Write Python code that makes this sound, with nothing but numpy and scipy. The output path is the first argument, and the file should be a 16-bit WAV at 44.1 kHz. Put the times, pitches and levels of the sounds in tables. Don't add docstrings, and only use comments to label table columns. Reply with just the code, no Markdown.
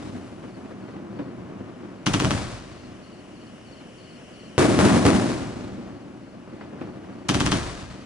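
import sys
import numpy as np
from scipy import signal
from scipy.fft import rfft, irfft, next_fast_len
from scipy.io import wavfile
from scipy.ndimage import map_coordinates

SR = 44100
rng = np.random.default_rng(int(sys.argv[2]) if len(sys.argv) > 2 else 0)


def dump(signal):
    limited = np.clip(np.atleast_2d(signal).T, -1, 1)
    pcm = np.round(limited * 32767).astype(np.int16)
    wavfile.write(sys.argv[1], SR, pcm)


def decibels_to_gain(level_db):
    exponent = np.asarray(level_db, float) / 20
    return 10 ** exponent


N = 355005

# start_s, peak_db, jet_db, scatter_db
LIFTS = [
    (2.0669, -5, -16.5, -17.5),
    (2.1403, -5.5, -15, -18.5),
    (2.2016, -8.5, -16.5, -20),
    (2.2474, -8, -33, -22),
    (2.3084, -7, -27, -20.5),
    (7.2918, -5, -14.5, -16),
    (7.346, -8, -16, -18),
    (7.406, -6.5, -14.5, -18.5),
    (7.465, -8.5, -11.5, -19),
    (7.52, -6, -15.5, -17),
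]
# start_s, peak_db, left_right_db, echo_db
BURSTS = [
    (2.2225, -12.5, -2, -17),
    (4.58, -0.5, 1, 2),
    (4.7904, -2, 4, 0.5),
    (4.8537, -7.5, -6, -3.5),
    (5.0534, -2, -1, -3.5),
    (5.0655, -5, -9, -14.5),
]
# start_s, peak_db, crack_db
FAR_SHOTS = [(0.03, -54, -25), (0.149, -28, -23), (0.438, -29.5, -21), (0.573, -32, -27), (0.632, -29, -35),
             (0.712, -28.5, -19.5), (0.808, -45, -14), (0.883, -34.5, -16), (0.964, -31.5, -20),
             (1.191, -20, -22), (1.492, -29, -27), (1.605, -29, -32), (3.808, -39.5, -9.5),
             (5.774, -27.5, -26), (6.475, -37, -21), (6.525, -28.5, -31), (6.612, -28, -15.5),
             (6.726, -28, -25), (6.813, -21.5, -19.5)]
ROLL_BANDS_HZ = (55, 230, 1200, 4500, 10000)
# freq_hz, density_db_per_hz
ROLL_COLOUR = [(13, -56), (22, -10), (106, -1), (149, -5), (238, -2.5), (363, -4.5), (413, -11), (459, -11),
               (716, -12), (907, -16), (1090, -14.5), (3100, -24.5), (8620, -27), (10600, -30.5),
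               (11500, -52), (15000, -86), (22000, -120)]
# pitch_hz, level_db, t60_s
LIFT_THUMP = [(375, -12.5, 0.0025), (1090, 3.5, 0.0032), (2170, -15, 0.0019)]
# pitch_hz, level_db, t60_s
BURST_THUMP = [(414, -2, 0.014), (130, -8, 0.069)]
# delay_s, level_db, dull_above_hz, left_lag_s
LIFT_WALLS = [(.0068, 1.5, 2500, 0.00022)]
# delay_s, level_db, dull_above_hz, left_lag_s
BURST_WALLS = [(.0083, -15, 12000, 0.000168), (0.0102, -13, 9000, 0.00047), (0.0133, -8.5, 9000, .0003),
               (.021, -12, 4000, 0.00024)]
# delay_s, level_db, width_s, left_lag_s
LIFT_BOOMS = [(.0027, -9.5, 0.0014, 0.00049), (.0096, -5.5, 0.0011, 0.00034), (0.0192, -5.5, .001, 0.00055),
              (0.0225, -12, 0.00098, .0003), (0.0298, -9.5, .0009, .0004), (.0409, -10.5, 0.0014, 0.00042),
              (.049, -14, 0.0021, 0.00077)]
# start_s, length_s, level_db
CHIRPS = [(0.478, .1, -65), (0.801, .15, -67), (1.155, .15, -67), (1.95, .15, -68), (2.718, .15, -62),
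          (3.011, .2, -62), (3.345, .15, -62), (3.655, .15, -59.5), (3.976, .2, -58), (4.327, .15, -58.5),
          (5.89, .15, -69), (6.208, .15, -69), (6.5, .2, -68), (6.815, .15, -67), (7.118, .15, -69),
          (7.945, .1, -62)]
# pitch_hz, width_hz, level_db
CHORUS_BANDS = [(2946, 380, -4.5), (5500, 1000, -18.5)]
# freq_hz, density_db_per_hz
NIGHT_COLOUR = [(15, -46), (25, -16), (245, 0), (410, -8), (617, -8), (840, -23.5), (2800, -19.5),
                (3630, -31.5), (5470, -28), (10400, -34.5), (11500, -43), (15000, -95), (22000, -120)]
# freq_hz, likeness_0_to_1
ALIKE = [(40, .9), (80, .97), (250, .95), (700, .75), (1400, .62), (2800, .47), (5600, .4), (10000, .33)]
# freq_hz, difference_db
LEAN = [(60, .4), (350, .8), (700, 1.8), (1400, 2), (2800, 2.9), (5600, 2.6), (10000, 1.5)]
# freq_hz, lead_rad
TURN = [(50, -.55), (180, -.7), (350, -.85), (700, -.95), (1400, -.8), (2800, -1.0)]
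# pitch_hz, width_hz, level_db
YARD = [(120, 18, 4), (191.5, 12.5, 6.5), (286, 75, 2.5), (365, 12, 3), (619, 80, 2)]
# pitch_hz, width_hz, level_db
TUBE = [(3050, 800, 7), (6100, 900, 6)]
# start_s, echo_db
EARLIER_BURST = (-0.56, -1.5)
# level_db, swell_s, t60_s, late_db, late_t60_s
LIFT_ECHO = [
    (-26.5, 0.047, 1.18, -24, 5),
    (-25, 0.024, 0.59, -54, 2.7),
    (-28.5, 0.005, 1.07, -13.5, 2.2),
    (-34.5, 0.017, 1.38, -26, 1.9),
    (-40.5, 0.01, 0.93, -27, 2.2),
]
# level_db, swell_s, t60_s, late_db, late_t60_s
BURST_ECHO = [
    (-32, 0.1, 2.1, -25, 4),
    (-11, 0.019, 1.2, -20.5, 4.5),
    (-20, .003, 1.16, -15.5, 2.57),
    (-29, 0.0035, 1.46, -25, 2.7),
    (-32.5, 0.0039, 1.08, -50, 1.4),
]
FAN_ECHO_DB = (0.5, 2)
# time_s, level_db
RUMBLE = [(0, -41), (.6, -43.5), (1.1, -38.5), (1.7, -40), (2.0, -43), (2.9, -47.5), (3.6, -50.5),
          (4.5, -52), (6.0, -48.5), (6.4, -47.5), (6.8, -39.5), (7.2, -41.5), (8.05, -46.5)]
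# mean_level_db, share_of_swing
RUMBLE_BANDS = [(-69, 1), (-45.5, 1.0), (-53, 0.51), (-67, 0.22), (-103, .3)]
# time_s, gain_db
GAIN = [(0, -5), (.5, -5.5), (1.0, -8.5), (1.9, -6), (2.8, -3), (3.6, -1.5), (4.5, 0.5), (5.8, -6),
        (6.3, -7), (7.2, -5.5), (8.05, -3.5)]

FRONTS_S, FRONTS_WIDE_S, FRONTS_DB = 0.042, 0.01, (-5, -3, -4.5, -30, -14)
KNEE_DB, SQUEEZE = -22.5, 0.32
ECHO_STEP_S = .001
FIZZ_DB, FIZZ_T60_S, FIZZ_LOW_HZ = -59, 4.5, 2500
CHORUS_DB, CHORUS_SWING, NIGHT_DB = -57.5, 1.87, -45.5
LEFT_LAG_S = 6e-5
TOP_HZ = 11250
HALF = np.array([[.5], [-.5]])


def unit(x):
    return x / np.sqrt(np.mean(x ** 2) + 1e-20)


def along(points, hz):
    f, v = np.transpose(points)
    return np.interp(np.log(hz + 1), np.log(f + 1), v)


def curves(rows):
    s, *cols = np.transpose(rows)
    return [np.interp(np.arange(N) / SR, s, c) for c in cols]


def wobble(rate_hz):
    knots = rng.standard_normal(int(N * rate_hz / SR) + 4)
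    return map_coordinates(knots, [np.arange(N) * rate_hz / SR])


def filtered(x, response):
    m = next_fast_len(x.shape[-1] + 8192)
    spectrum = rfft(x, m) * response(np.fft.rfftfreq(m, 1 / SR))
    return irfft(spectrum, m)[..., :x.shape[-1]]


def resonances_db(peaks, f):
    return sum(db / (1 + ((f - hz) / width_hz * 2) ** 2) for hz, width_hz, db in peaks)


def spread(pair):
    def mid_side(f):
        angle = np.arccos(np.clip(along(ALIKE, f), 0, 1)) / 2
        return np.array([np.cos(angle), np.sin(angle)])

    mid, side = filtered(pair, mid_side)
    ports = np.array([mid + side, mid - side])
    return filtered(ports, lambda f: np.exp(1j * HALF * along(TURN, f)))


def add(out, sound, start_s):
    room = out[..., round(start_s * SR):][..., :sound.shape[-1]]
    room += sound[..., :room.shape[-1]]


def echo_power(shots, rule, t, fronts_db=-99):
    db, swell_s, t60_s, late_db, late_t60_s = rule
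    start_s, shot_db = np.transpose(shots)[:, :, None]
    age = np.maximum(t - start_s, 0)
    fade = decibels_to_gain(-60 * age / t60_s) ** 2 + decibels_to_gain(late_db - 60 * age / late_t60_s) ** 2
    lump = decibels_to_gain(fronts_db) ** 2 * np.exp(-((age - FRONTS_S) / FRONTS_WIDE_S) ** 2)
    swell = (1 - np.exp(-age / swell_s)) ** 2
    return np.sum(decibels_to_gain(db + shot_db) ** 2 * swell * (fade + lump), axis=0)


def rolling_echoes():
    strong = (rng.random((2, N)) < 500 / SR) * rng.standard_normal((2, N))
    returns = spread(rng.standard_normal((2, N)) + 0.5 * unit(strong))
    returns = returns * decibels_to_gain(0.6 * wobble(25) + 0.9 * wobble(70))

    t = np.arange(0, N / SR, ECHO_STEP_S)
    shells = [EARLIER_BURST] + [(s, echo_db) for s, _, _, echo_db in BURSTS]
    tubes = [(row[0], row[1] + FAN_ECHO_DB[2 * k // len(LIFTS)]) for k, row in enumerate(LIFTS)]
    near = np.array([echo_power(tubes, lift, t) + echo_power(shells, burst, t, db)
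                     for lift, burst, db in zip(LIFT_ECHO, BURST_ECHO, FRONTS_DB)])
    near = near / (1 + near.sum(axis=0) / decibels_to_gain(KNEE_DB) ** 2) ** SQUEEZE

    out, rumble_db = 0, curves(RUMBLE)[0]
    for k, (far_db, swing) in enumerate(RUMBLE_BANDS):
        far = decibels_to_gain(far_db + swing * (rumble_db - rumble_db.mean())) ** 2
        share = np.transpose([ROLL_BANDS_HZ, np.arange(len(near)) == k])
        colour = lambda f: decibels_to_gain(along(ROLL_COLOUR, f) + resonances_db(YARD, f)) * along(share, f)
        band = unit(filtered(returns, colour))
        out = out + np.sqrt(np.interp(np.arange(N) / SR, t, near[k]) + far) * band
    return out


def fizz():
    band = lambda f: f * f / (f * f + FIZZ_LOW_HZ ** 2) / (1 + (f / 8000) ** 2)
    hiss = unit(filtered(spread(rng.standard_normal((2, N))), band))
    return decibels_to_gain(FIZZ_DB - 60 * np.arange(N) / SR / FIZZ_T60_S + 1.5 * wobble(31)) * hiss


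def night():
    wings = lambda f: sum(decibels_to_gain(db) / (1 + ((f - hz) / width_hz * 2) ** 2)
                          for hz, width_hz, db in CHORUS_BANDS)
    chorus = unit(filtered(spread(rng.standard_normal((2, N))), wings) * decibels_to_gain(0.64 * wobble(40)))
    air = unit(filtered(spread(rng.standard_normal((2, N))), lambda f: decibels_to_gain(along(NIGHT_COLOUR, f))))
    gain_db, = curves(GAIN)
    return decibels_to_gain(CHORUS_DB + CHORUS_SWING * gain_db) * chorus + decibels_to_gain(NIGHT_DB + gain_db) * air


def puff(low_hz, high_hz, rise_s, t60_s):
    t = np.arange(SR // 4) / SR
    band = lambda f: f / (f + low_hz) / (1 + (f / high_hz) ** 3)
    noise = unit(filtered(spread(rng.standard_normal((2, len(t)))), band))
    return noise * (1 - np.exp(-t / rise_s)) * decibels_to_gain(-60 * t / t60_s)


def far_fireworks():
    out = np.zeros((2, N))
    boom = lambda f: 1j * f * 170 / (235 ** 2 - f * f + 1j * f * 170)
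    for start_s, db, crack_db in FAR_SHOTS:
        roll = filtered(puff(low_hz=100, high_hz=544, rise_s=0.0024, t60_s=0.13), boom)
        add(out, decibels_to_gain(db + 1.0) * roll, start_s)
        crack = puff(low_hz=600, high_hz=1700, rise_s=0.0008, t60_s=0.16)
        add(out, decibels_to_gain(db + crack_db + 3) * crack, start_s - .003)
    return out


def cricket():
    out, stroke_s = np.zeros(N), .052
    t = np.arange(round(.042 * SR)) / SR
    pitch_hz = 4600 - 520 * (t / t[-1]) ** 1.73
    stroke = np.sin(2 * np.pi * np.cumsum(pitch_hz) / SR) * np.sin(np.pi * t / t[-1]) ** 0.3
    for start_s, length_s, db in CHIRPS:
        for k in range(round(length_s / stroke_s)):
            add(out, decibels_to_gain(db - 2) * stroke, start_s + k * stroke_s)
    smear = out + 0.45 * np.roll(out, 430) + 0.5 * np.roll(out, 910)
    return smear * np.array([1.4 + wobble(400), 0.4 + wobble(400)])


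def shock(thump, walls, spike_db, spike_s):
    t = np.arange(SR // 8) / SR
    wave = sum(decibels_to_gain(db - 60 * t / t60_s) * np.sin(2 * np.pi * hz * t) for hz, db, t60_s in thump)
    wave = wave - decibels_to_gain(spike_db) * np.exp(-t / spike_s)

    def arrivals(f):
        late = lambda left_s, right_s: np.exp(-2j * np.pi * f * np.array([[left_s], [right_s]]))
        direct = late(LEFT_LAG_S, 0)
        return direct + sum(decibels_to_gain(db) * late(s + lag_s, s) / (1 + 1j * f / dull_hz) ** 2
                            for s, db, dull_hz, lag_s in walls)

    return filtered(wave, lambda f: arrivals(f) * 1j * f / (1j * f + 90))


def lifts():
    out = np.zeros((2, N))
    pop = shock(LIFT_THUMP, LIFT_WALLS, spike_db=4, spike_s=.0001)
    for delay_s, db, width_s, lag_s in LIFT_BOOMS:
        u = (np.arange(pop.shape[1]) / SR - delay_s - HALF * lag_s) / width_s
        pop = pop - decibels_to_gain(db) * (1 - u * u) * np.exp(-u * u / 2)
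    mouth = lambda f: decibels_to_gain(resonances_db(TUBE, f) - 3.0)
    for start_s, db, jet_db, scatter_db in LIFTS:
        add(out, decibels_to_gain(db + 1) * filtered(pop, mouth), start_s)
        jet = filtered(puff(low_hz=1490, high_hz=7800, rise_s=0.0037, t60_s=0.34), mouth)
        add(out, decibels_to_gain(db + jet_db) * jet[:, :320], start_s - .0073)
        scatter = filtered(puff(low_hz=886.0, high_hz=5500, rise_s=0.0012, t60_s=0.14), mouth)
        add(out, decibels_to_gain(db + scatter_db) * scatter, start_s)
    return out


def bursts():
    out = np.zeros((2, N))
    bang = shock(BURST_THUMP, BURST_WALLS, spike_db=4, spike_s=.00006)
    stray = shock(BURST_THUMP[:1], [], spike_db=0, spike_s=0.00073)
    for start_s, db, pan_db, _ in BURSTS:
        add(out, decibels_to_gain(db - 0.5 + pan_db * HALF) * bang, start_s)
        for when, size, side in rng.random((9, 3)):
            stray_db = db - 7.5 - 60 * when * 0.11 - 4.8 * size
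            stray_pan_db = 8.8 * (side + 0.5)
            add(out, decibels_to_gain(stray_db + stray_pan_db * HALF) * stray, start_s + .016 + .12 * when)
    return out


def scene():
    mix = rolling_echoes() + fizz() + night() + far_fireworks() + cricket() + lifts() + bursts()
    return filtered(mix, lambda f: decibels_to_gain(HALF * along(LEAN, f)))


def roll_off(x):
    return signal.sosfilt(signal.butter(12, 11800, fs=SR, output="sos"), x)


def record(dry):
    soft = dry / (1 + np.abs(dry / .72) ** 2.6) ** (1 / 2.6)
    finished = filtered(soft, lambda f: 1 / (1 + (f / TOP_HZ) ** 150))
    return roll_off(finished)


dry = scene()
out = record(dry)
dump(out)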